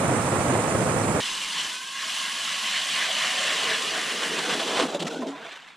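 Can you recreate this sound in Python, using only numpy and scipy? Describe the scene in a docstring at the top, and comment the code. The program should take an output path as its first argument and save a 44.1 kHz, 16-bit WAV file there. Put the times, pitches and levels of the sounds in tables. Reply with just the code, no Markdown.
"""On a snowy lake, a close pair of microphones rides a towed sled: the hull drums, the snow hisses.
At 1.2 s the scene changes to a motor-driven auger boring the ice some metres from the microphones.
Its blades shave chips, scraping harder once a turn, over a gear whine. The deepening hole starts to
ring and the ice sheet booms. The last layer crunches, the bit breaks through near 4.8 s,
and slush slops, gulps and drains in the hole."""
import sys
import numpy as np
from scipy import signal
from scipy.fft import rfft, irfft
from scipy.io import wavfile
from scipy.ndimage import uniform_filter1d

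SR = 44100
rng = np.random.default_rng(int(sys.argv[2]) if len(sys.argv) > 2 else 0)


def inscribe(sig):
    """Save sig as 16-bit PCM at rate SR to the path in sys.argv[1].

    A 1-D sig is mono; a 2-D sig holds one channel per row.
    Samples are clipped to [-1, 1] before scaling.
    """
    pcm = np.round(np.clip(np.atleast_2d(sig).T, -1, 1) * 32767)
    wavfile.write(sys.argv[1], SR, pcm.astype(np.int16))


N = 254016
TIME_S, BIN_HZ = np.arange(N) / SR, np.fft.rfftfreq(N, 1 / SR)
SCENE_CHANGE_S = 1.203
FIRM_BITE_DB = -30  # ordinary cutting

# Microphone pair, on the sled and facing the auger: freq_hz, coherence, left_lead_rad, left_over_right_db
MICS_ON_SLED = [(55, .6, -.3, -3), (90, .92, -.1, -2), (200, .9, -.1, -1.6), (280, .99, -.1, -.3),
                (400, .98, -.2, -.7), (675, .9, -.7, -2.3), (975, .45, -.2, -4), (1300, .6, -.4, -5.5),
                (1900, .43, .1, -8), (2400, .18, .4, -8), (4100, .27, 1.1, -3.5), (4700, .16, -2.1, -6),
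                (6000, .54, -3.1, -8.4), (6800, .7, -3.7, -9), (8600, .68, -4.1, -9), (9300, .66, -5, -6),
                (10400, .6, -5.3, -10), (12600, .43, -6.5, -7.5), (14500, .38, -7.5, -9.5)]
MICS_ON_ICE = [(55, .95, 0, 0), (135, 1, 0, 0), (390, .995, -.1, .5), (675, .97, -.2, -1.2),
               (975, .93, -.1, -4), (1130, .91, .2, -3.6), (1300, .92, 0, -.8), (1550, .98, 0, -.2),
               (2350, .96, 0, -1.1), (2900, .99, 0, -.3), (4100, .95, .2, -1.2), (5400, .91, -.1, 1.9),
               (6100, .92, -.2, 1.3), (6800, .76, -.2, 1.8), (8000, .74, .4, .2), (8650, .55, 1.8, 3.4),
               (9150, .68, 3.2, 1.5), (9700, .64, 3.7, -5), (10400, .55, 5.2, -8.6), (11100, .52, 6.1, -7),
               (11900, .74, 6.2, -2), (12600, .66, 6.2, -.2), (13500, .25, 6.2, -3)]
# The camera's low-cut filter thins the bass below about 150 Hz during drilling: freq_hz, gain_db
LOW_CUT = [(25, -27), (60, -26), (120, -12.5), (155, -1)]
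# Spectra of the noise sources: freq_hz, level_db
AIR_SPECTRUM = [(20, -2), (110, -9), (160, 8.5), (2000, -2), (15000, -42)]
HULL_SPECTRUM = [(15, -54), (25, -22), (54, -23), (113, -1.5), (436, -7.5), (488, -5), (794, -10.5),
                 (1320, -13), (1510, -17.5), (2300, -21.5), (3430, -32), (5000, -42), (6500, -63),
                 (11000, -120)]
SNOW_SPECTRUM = [(2060, -34), (3500, -10), (4870, -11.5), (6090, -9), (6520, -6.5), (8410, -1),
                 (9400, -3.5), (11500, -22), (14400, -24.5), (15500, -29)]
SHEET_SPECTRUM = [(25, -38), (60, -38), (110, -39), (160, -3), (300, 2), (450, 2), (900, -7.5), (3000, -65)]
SLUSH_SPECTRUM = [(300, -34), (700, -2), (1500, 2), (3500, -0.5), (5000, -13), (8000, -16.5), (9500, -27.5),
                  (15500, -41)]
SPLASH_SPECTRUM = [(500, -30), (1500, -29), (2500, -5.5), (3500, 0), (4500, -7.5), (7500, -9.5),
                   (9000, -17.5), (15500, -40)]  # chips flung off wet steel
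THIN_ICE_SPECTRUM = [(200, -17), (500, -3.5), (1200, -1), (2200, -7.5), (3400, -3.5), (5000, -13),
                     (9000, -22), (15500, -55)]
CHIP_SPECTRUM = [(90, -42), (160, -14), (280, -16), (420, -35.5), (800, -15.5), (1080, -8), (1350, -10),
                 (1900, -5.5), (2450, -8), (3000, -1.5), (4900, -9.5), (8300, -20), (10500, -26.5),
                 (11300, -34.5), (12500, -34), (15000, -47), (15600, -66)]
# Gear whine as the motor runs: time_s, mesh_hz, level_db
GEAR_WHINE = [(1.25, 416, -65), (1.6, 461, -44), (1.7, 489, -49), (1.82, 519, -41.5), (1.95, 545, -42),
              (2.05, 549, -47), (2.12, 534, -47), (2.28, 549, -41), (2.42, 554, -45.5), (2.55, 549, -45),
              (2.8, 563, -52), (3.2, 599, -46), (3.6, 599, -48), (3.9, 601, -43), (4.4, 584, -48)]
# Harmonics of the gear mesh: multiple, level_db
MESH_HARMONICS = [(2, 0), (3, -1), (4, -14), (5, -5)]
# Knocks of the bit against the ice: peak_s, level_db
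BIT_KNOCKS = [(1.665, -54), (4.83, -49), (5.07, -56)]
# Ice sheet and deepening hole, at firm bite: time_s, boom_db, ring_db
HOLE_LEVELS = [(1.21, -52, -61), (2.0, -56, -51.5), (2.6, -68, -48.5), (3.0, -77, -47.5), (3.5, -50.5, -43),
               (3.85, -52, -38.5), (4.0, -42, -38.5), (4.5, -32.5, -39), (4.72, -37.5, -34),
               (4.8, -33, -32.5), (4.86, -24, -39)]
# Modes of the dry hole: pitch_hz, width_hz, shallow_db, deep_db
DRY_HOLE_MODES = [(475, 60, -12, 7), (570, 70, 1, 2), (648, 55, 8, 7), (735, 40, 6, 4)]
# Modes of the hole full of slush: pitch_hz, width_hz, level_db
WET_HOLE_MODES = [(513, 940, -10), (764, 1050, 27), (1010, 200, -7)]
# Slush settling between slops: time_s, heave_db, gurgle_db, crunch_db
SETTLING = [(4.86, -32, -35.5, -49), (4.98, -50, -44, -62), (5.09, -40, -45, -58),
            (5.15, -38.5, -47.5, -55), (5.3, -38, -53, -70), (5.36, -62, -39.5, -45),
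            (5.49, -67, -49.5, -40.5), (5.6, -65, -65, -45), (5.76, -84, -77, -51)]
# Slush falling off the flights: start_s, level_db, length_s, brightness_db, heave_db, gurgle_db
SLUSH_SLOPS = [(4.861, -59, 0.012, 19, -45, -43), (4.886, -60.5, 0.0087, 22, -47, -42),
               (4.902, -59, 0.0089, 17, -49, -42), (4.921, -57.5, 0.011, 16, -47, -35),
               (4.943, -52, 0.018, 14, -31, -39), (4.997, -45, 0.0084, 11, -45, -36),
               (5.022, -41, 0.0078, 6, -27.5, -49), (5.05, -52.5, .012, 11, -31, -43),
               (5.07, -41, 0.0094, 6.5, -43, -35), (5.101, -52.5, 0.065, 9, -38.5, -55),
               (5.133, -64, 0.011, 0, -49, -52), (5.211, -54, 0.026, 2, -42, -41),
               (5.268, -62.5, 0.035, 17, -51, -43), (5.45, -57, 0.023, -26, -68, -46),
               (5.522, -59, 0.0083, 0, -58, -64), (5.561, -52, 0.0083, -17, -64, -68),
               (5.67, -51, 0.019, -30, -79, -65)]
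# Air pockets in the hole: start_s, level_db, start_hz, end_hz, length_s, fade_db, roughness
AIR_POCKETS = [(4.785, -29, 506, 490, 0.031, 1, 0.5), (4.825, -30, 276, 253, 0.048, -6, 0.4),
               (4.858, -47, 1480, 1400, 0.112, -9, 0.8), (4.943, -30.5, 589, 545, 0.036, -5, .6),
               (4.99, -36.5, 182, 161, 0.07, -3, 0.4), (5.029, -32, 212, 168, 0.039, -5, 0.65),
               (5.059, -33.5, 654, 686, 0.027, -4, .4), (5.09, -45, 1440, 1510, 0.16, -12, 1),
               (5.115, -38, 430, 480, 0.035, -3, .6), (5.223, -34, 695, 616, 0.06, -3, 0.8),
               (5.217, -41, 1040, 1000, 0.029, -6, 0.4), (5.182, -31, 292, 205, 0.073, -8, 0.2),
               (5.252, -36.5, 265, 292, 0.13, -23, 0.06), (5.325, -45, 1020, 970, 0.061, -6, .3),
               (5.444, -44, 690, 654, 0.056, -6, 0.2)]
# Cracks in the last layer of ice: peak_s, level_db, fall_s
THIN_ICE_CRACKS = [(4.223, -29, 0.013), (4.392, -25.5, 0.0086), (4.456, -26, 0.0097), (4.498, -26, 0.026),
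                   (4.537, -28, .008), (4.6, -25.5, 0.0086), (4.62, -30.5, .008), (4.678, -28.5, 0.019),
                   (4.75, -36, .008), (4.77, -25, 0.0045), (4.793, -29, 0.0057), (4.802, -23, 0.0097),
                   (4.827, -25, .008), (4.846, -34, 0.0054)]
# The bit leans, strongly once a turn and weakly between: peak_s, scrape_db, pitch_hz, chip_swell
BIT_LEANS = [(1.58, -41, 1950, 1), (2.02, -37.5, 1850, 0.5), (2.16, -54, 1940, 3), (2.28, -36, 1880, 1.5),
             (2.42, -57, 1900, 1.5), (2.52, -35, 1950, 2), (2.68, -50, 2050, 2.5), (2.76, -31.5, 1970, 0),
             (2.921, -46, 1980, 1), (3.02, -28, 1860, 1.5), (3.18, -37, 2000, -1), (3.25, -29.5, 1916, 2),
             (3.391, -36, 1860, 0.5), (3.5, -29, 1860, 1), (3.63, -43, 1870, 1), (3.721, -28.5, 1810, 0),
             (3.97, -31.5, 1710, 0), (4.1, -34, 1780, 1.5), (4.249, -30.5, 1734, 1.5),
             (4.39, -32.5, 1720, 0.5), (4.52, -32, 1620, 0), (4.799, -29, 910, -3.5)]
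# Blades eased off for a new grip, leaned on, then through: time_s, bite_db, steel_over_chips_db
BLADE_BITE = [(1.21, -26.5, -9), (1.33, -29.5, -1), (1.44, -30, -0.5), (1.5, -30.5, -9), (1.6, -29.5, 1),
              (1.7, -30.5, -4.5), (1.8, -36.5, -1), (1.96, -38, 2.5), (2.05, -31.5, -4.5),
              (2.14, -32.5, -2), (2.55, -31.5, -1.5), (2.75, -28.5, -2), (3.24, -26.5, -4.5),
              (3.73, -27.5, -2.5), (3.86, -28, -4), (4.1, -31.5, -2.5), (4.53, -31, -1.5),
              (4.75, -28.5, -2.5), (4.81, -27, 0), (4.86, -36, -9)]
# Modes of blades and shaft: pitch_hz, width_hz, level_db
STEEL_MODES = [(1008, 27, -10), (1068.5, 34, -5.5), (1158, 44, -15), (1716, 170, -6.5), (2030, 155, -4.5),
               (2490, 98, -3), (2757, 51, -4.5), (2842, 63, -1.5), (3030, 58, -3.5), (3115, 68, -2),
               (3190, 66, -3), (3390, 180, 0), (3775, 65, -7), (4058, 63, -6.5), (4294, 73, -8.5),
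               (4560, 60, -10.5), (5610, 310, -9.5), (6140, 39, -10.5), (7200, 210, -9), (8100, 150, -10)]


def amp(db):
    """Decibels to gain."""
    return 10 ** (np.asarray(db) / 20)


def unit(x):
    """Scales to rms 1."""
    return x / np.sqrt(np.mean(x ** 2) + 1e-20)


def per_bin(points):
    """Spreads (freq_hz, value) points over the FFT bins on a log-frequency axis."""
    hz, value = np.transpose(points)
    return np.interp(np.log(BIN_HZ + 1), np.log(hz + 1), value)


def curves(rows):
    """Each column as a curve in time, and a soft gate that is open while the table lasts."""
    times, *columns = np.transpose(rows)
    gate = uniform_filter1d(1. * (TIME_S > times[0] - .01) * (TIME_S < times[-1] + .01), 200)
    return [np.interp(TIME_S, times, column) for column in columns], gate


def bump(peak_s, rise_s, fall_s):
    """A swell of height 1 with Gaussian sides."""
    t = TIME_S - peak_s
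    return np.exp(-.5 * (t / np.where(t < 0, rise_s, fall_s)) ** 2)


def colour(x, spectrum):
    """Filters x by a spectrum, at rms 1."""
    return unit(irfft(rfft(x) * amp(per_bin(spectrum)), N))


def grit(per_s, spread_db, flicker_db, flicker_s):
    """Two draws of dense cracks of uneven size under one flickering pressure."""
    cracks = rng.standard_normal((2, N)) * (rng.random((2, N)) < per_s / SR)
    cracks *= amp(spread_db * np.minimum(rng.exponential(1, (2, N)), 3))
    span = round(flicker_s * SR)
    flicker = unit(uniform_filter1d(uniform_filter1d(rng.standard_normal(N), span), span))
    return unit(cracks * amp(flicker_db * flicker))


def clump(x, depth_db, bins, frames):
    """Chips of like size come in clumps: small patches of pitch and time stand out."""
    spectra = signal.stft(x, nperseg=512, noverlap=384)[2]
    patches = rng.standard_normal(spectra.shape[1:])
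    patches = unit(uniform_filter1d(uniform_filter1d(patches, bins, 0), frames, 1))
    return unit(signal.istft(spectra * amp(depth_db * patches), nperseg=512, noverlap=384)[1][:, :N])


def resonate(x, hz, widths_hz):
    """Resonances in series, one per width, on a steady or gliding pitch, at rms 1."""
    carrier = np.exp(2j * np.pi * np.cumsum(hz * np.ones(x.shape[-1])) / SR)
    for width in widths_hz:
        pole = np.exp(-np.pi * width / SR)
        x = 2 * (carrier * signal.lfilter([1 - pole], [1, -pole], x / carrier)).real
    return unit(x)


def ring(x, modes):
    """Drives a set of modes, each with steep skirts."""
    body = 0
    for hz, width, db in modes:
        detune = 2j * (BIN_HZ - hz) / width
        body += amp(db) / np.sqrt(width) / (1 + detune) / (1 + detune / 3)
    return unit(irfft(rfft(x) * body, N))


def microphones(draws, table):
    """Both microphones hear the first draw, a phase step apart; the right also hears some of the second."""
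    shared, separate = rfft(draws)
    coherence, lead, balance_db = (per_bin(np.array(table)[:, [0, k]]) for k in (1, 2, 3))
    tilt = amp(balance_db / 2)
    left = shared * tilt
    right = (coherence * shared * np.exp(-1j * lead) + np.sqrt(1 - coherence ** 2) * separate) / tilt
    mono_gain = np.sqrt(tilt ** 2 + tilt ** -2 + 2 * coherence * np.cos(lead)) / 2
    return irfft([left, right] / mono_gain, N)


def lean_swell():
    """A swell about zero that peaks at each lean of the bit."""
    return sum(bump(s, .036, .033) for s, *_ in BIT_LEANS) - .5


def slush_fill():
    """How far slush has filled the hole, 0-1."""
    return np.interp(TIME_S, [4.5, 5.3], [0, 1])


def lake_air():
    """Faint hush over the lake and one puff of wind, mostly on the left microphone."""
    buffet = unit(signal.sosfilt(signal.butter(4, 45, fs=SR, output="sos"), rng.standard_normal((2, N))))
    puff = amp([[-56], [-65]]) * buffet * bump(1.334, .035, .13)
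    return puff + amp(-59.5) * colour(rng.standard_normal((2, N)), AIR_SPECTRUM)


def sled():
    """Right under the microphones, crust drums on the hull and fine snow hisses."""
    jolt_db = 1.8 * bump(1.17, .0069, .0069)
    rumble_db = -23 - TIME_S + jolt_db  # the ride eases off by 1 dB a second
    crust = grit(per_s=9000, spread_db=0, flicker_db=-.83, flicker_s=.014)
    grains = grit(per_s=30000, spread_db=2.5, flicker_db=-.1, flicker_s=.011)
    snow = colour(clump(grains, depth_db=2.5, bins=2, frames=6), SNOW_SPECTRUM)
    return amp(rumble_db) * colour(crust, HULL_SPECTRUM) + amp(-38) * snow


def gears():
    """Fuzzy, wavering multiples of the mesh rate, which climbs as the motor gains speed."""
    (mesh_hz, whine_db), running = curves(GEAR_WHINE)
    mesh_hz *= 1 + .003 * unit(uniform_filter1d(rng.standard_normal(N), 2500))
    noise = grit(per_s=8000, spread_db=1.5, flicker_db=.8, flicker_s=.043)
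    phase = 2 * np.pi * np.cumsum(mesh_hz) / SR
    whine = 0
    for k, db in MESH_HARMONICS:
        fuzz = resonate(noise, k * mesh_hz, widths_hz=(13 * k, 30 * k))
        whine += amp(db) * (.55 * np.sin(k * phase) + .75 * fuzz)
    return running * amp(whine_db) * whine


def knocks(pitch_hz=70):
    """Each knock of the bit is one short low push through the ice sheet."""
    push = sum(amp(db) * bump(s, .0037, .0032) * np.cos(2 * np.pi * pitch_hz * (TIME_S - s))
               for s, db in BIT_KNOCKS)
    return np.array([push, push])


def water_drive(rise_s=.0072):
    """Gains of the water's heave and gurgle, which surge just after each slop."""
    (heave_db, gurgle_db, _), wet = curves(SETTLING)
    heave, gurgle = amp(heave_db), amp(gurgle_db)
    for s, _, length_s, _, slop_heave_db, slop_gurgle_db in SLUSH_SLOPS:
        surge = bump(s + rise_s, rise_s, length_s)
        heave += amp(slop_heave_db) * surge
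        gurgle += amp(slop_gurgle_db) * surge
    return wet * heave, wet * gurgle


def hole():
    """The sheet booms and the hole rings, louder with depth; slush blurs the ring, water drives both."""
    (bite_db, _), _ = curves(BLADE_BITE)
    (boom_db, ring_db), boring = curves(HOLE_LEVELS)
    boom_db += .9 * (bite_db - FIRM_BITE_DB)
    ring_db += 1.23 * (bite_db - FIRM_BITE_DB) + 3.5 * lean_swell()
    heave, gurgle = water_drive()
    sheet = colour(grit(per_s=8000, spread_db=.9, flicker_db=1.1, flicker_s=.01), SHEET_SPECTRUM)
    lumps = grit(per_s=9000, spread_db=.9, flicker_db=1.4, flicker_s=.015)
    lumps = clump(lumps, depth_db=3.5, bins=1, frames=14)
    shallow = ring(lumps, [(hz, width, db) for hz, width, db, _ in DRY_HOLE_MODES])
    deep = ring(lumps, [(hz, width, db) for hz, width, _, db in DRY_HOLE_MODES])
    depth = np.interp(TIME_S, [3.46, 3.6], [0, 1])  # the lowest mode comes up
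    dry_ring = (1 - depth) * shallow + depth * deep
    wetness = .2 + .38 * depth + .33 * slush_fill()
    tube = np.sqrt(1 - wetness) * dry_ring + np.sqrt(wetness) * ring(lumps, WET_HOLE_MODES)
    boom = sheet * np.maximum(boring * amp(boom_db), heave)
    return boom + tube * np.maximum(boring * amp(ring_db), gurgle)


def gulps(wet_grit):
    """Air pockets ring as water closes the hole, each a gliding tone mixed with churning noise."""
    out = np.zeros(N)
    for s, db, start_hz, end_hz, length_s, fade_db, roughness in AIR_POCKETS:
        start, n = round(s * SR), round(length_s * SR)
        part = slice(start, start + n)
        hz = np.linspace(start_hz, end_hz, n)
        tone = np.sqrt(2) * np.sin(2 * np.pi * np.cumsum(hz) / SR)
        churn = resonate(wet_grit[part], hz, widths_hz=(.091 * start_hz, .095 * start_hz))
        envelope = signal.windows.tukey(n, .5) * amp(db + fade_db * np.linspace(-.5, .5, n))
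        out[part] += envelope * (np.sqrt(1 - roughness ** 2) * tone + roughness * churn)
    return out


def slush():
    """Wet crunch drains away under short bright slops and rough gulps."""
    (_, _, crunch_db), wet = curves(SETTLING)
    wet_grit = grit(per_s=11000, spread_db=-1, flicker_db=.8, flicker_s=.0074)
    wet_grit = clump(wet_grit, depth_db=2.5, bins=3, frames=4)
    crunch, splash = colour(wet_grit, SLUSH_SPECTRUM), colour(wet_grit, SPLASH_SPECTRUM)
    out = wet * amp(crunch_db) * crunch
    for s, db, length_s, bright_db, _, _ in SLUSH_SLOPS:
        out += amp(db) * bump(s + .0041, .0045, 1.17 * length_s) * (crunch + amp(bright_db) * splash)
    out[0] += gulps(wet_grit[0])  # the draw both microphones hear
    return out


def thin_ice():
    """The last layer gives under the bit in short, quick-starting crunches."""
    crunch = colour(grit(per_s=12000, spread_db=1.2, flicker_db=1, flicker_s=.003), THIN_ICE_SPECTRUM)
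    return crunch * sum(amp(db) * bump(s, .0044, fall_s) for s, db, fall_s in THIN_ICE_CRACKS)


def scrapes():
    """A broad scrape swells whenever the bit leans into the harder side of the hole."""
    chips = grit(per_s=12000, spread_db=1.5, flicker_db=.7, flicker_s=.008)
    out = np.zeros((2, N))
    for s, db, hz, _ in BIT_LEANS:
        part = slice(round(s * SR) - 8000, round(s * SR) + 8000)
        scrape = resonate(chips[:, part], hz, widths_hz=(860, 980))
        out[:, part] += amp(db) * scrape * bump(s, .046, .041)[part]
    return out


def blades():
    """Ice chips crack off, rasp against the cutting edges and ring the steel."""
    (bite_db, steel_db), cutting = curves(BLADE_BITE)
    chips = grit(per_s=25000, spread_db=1.5, flicker_db=-.5, flicker_s=.0058)
    crackle = colour(clump(chips, depth_db=2, bins=2, frames=8), CHIP_SPECTRUM)
    rasp = resonate(crackle, hz=2930, widths_hz=(620, 620))
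    swell = sum(size * bump(s, .09, .055) for s, _, _, size in BIT_LEANS) - 2  # builds up to each lean
    shaving = amp(.82 * swell) * crackle + amp(-10 + 3.9 * swell) * rasp
    strikes = grit(per_s=10000, spread_db=1.1, flicker_db=.7, flicker_s=.025)
    strikes = clump(strikes, depth_db=2.6, bins=2, frames=16)  # now one mode sings out, now another
    steel = amp(steel_db + 2.5 * lean_swell()) * ring(strikes, STEEL_MODES)
    # light cutting leaves finer, brighter chips; slush dulls them
    bright_db = 6 - .5 * (bite_db - FIRM_BITE_DB) - 1.5 * slush_fill()
    fizz = signal.sosfilt(signal.butter(2, 5500, "high", fs=SR, output="sos"), shaving)
    return cutting * amp(bite_db) * (shaving + steel + (amp(bright_db) - 1) * fizz)


def scene():
    """The ride heard from the sled, then at once the auger from some metres away."""
    auger = blades() + scrapes() + thin_ice() + hole() + gears() + slush()
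    thinned_auger = irfft(rfft(auger) * amp(per_bin(LOW_CUT)), N)
    ride = microphones(sled(), MICS_ON_SLED)
    drilling = microphones(thinned_auger + knocks(), MICS_ON_ICE) + lake_air()
    changed = np.clip((TIME_S - SCENE_CHANGE_S) / .0048 + .5, 0, 1)
    return (1 - changed) * ride + changed * drilling


def record(dry):
    """The treble ends at about 15.4 kHz."""
    treble_edge = signal.firwin(1535, 15400, window=("kaiser", 11), fs=SR)
    return signal.oaconvolve(dry, treble_edge[None], "same")


dry = scene()
out = record(dry)
inscribe(out)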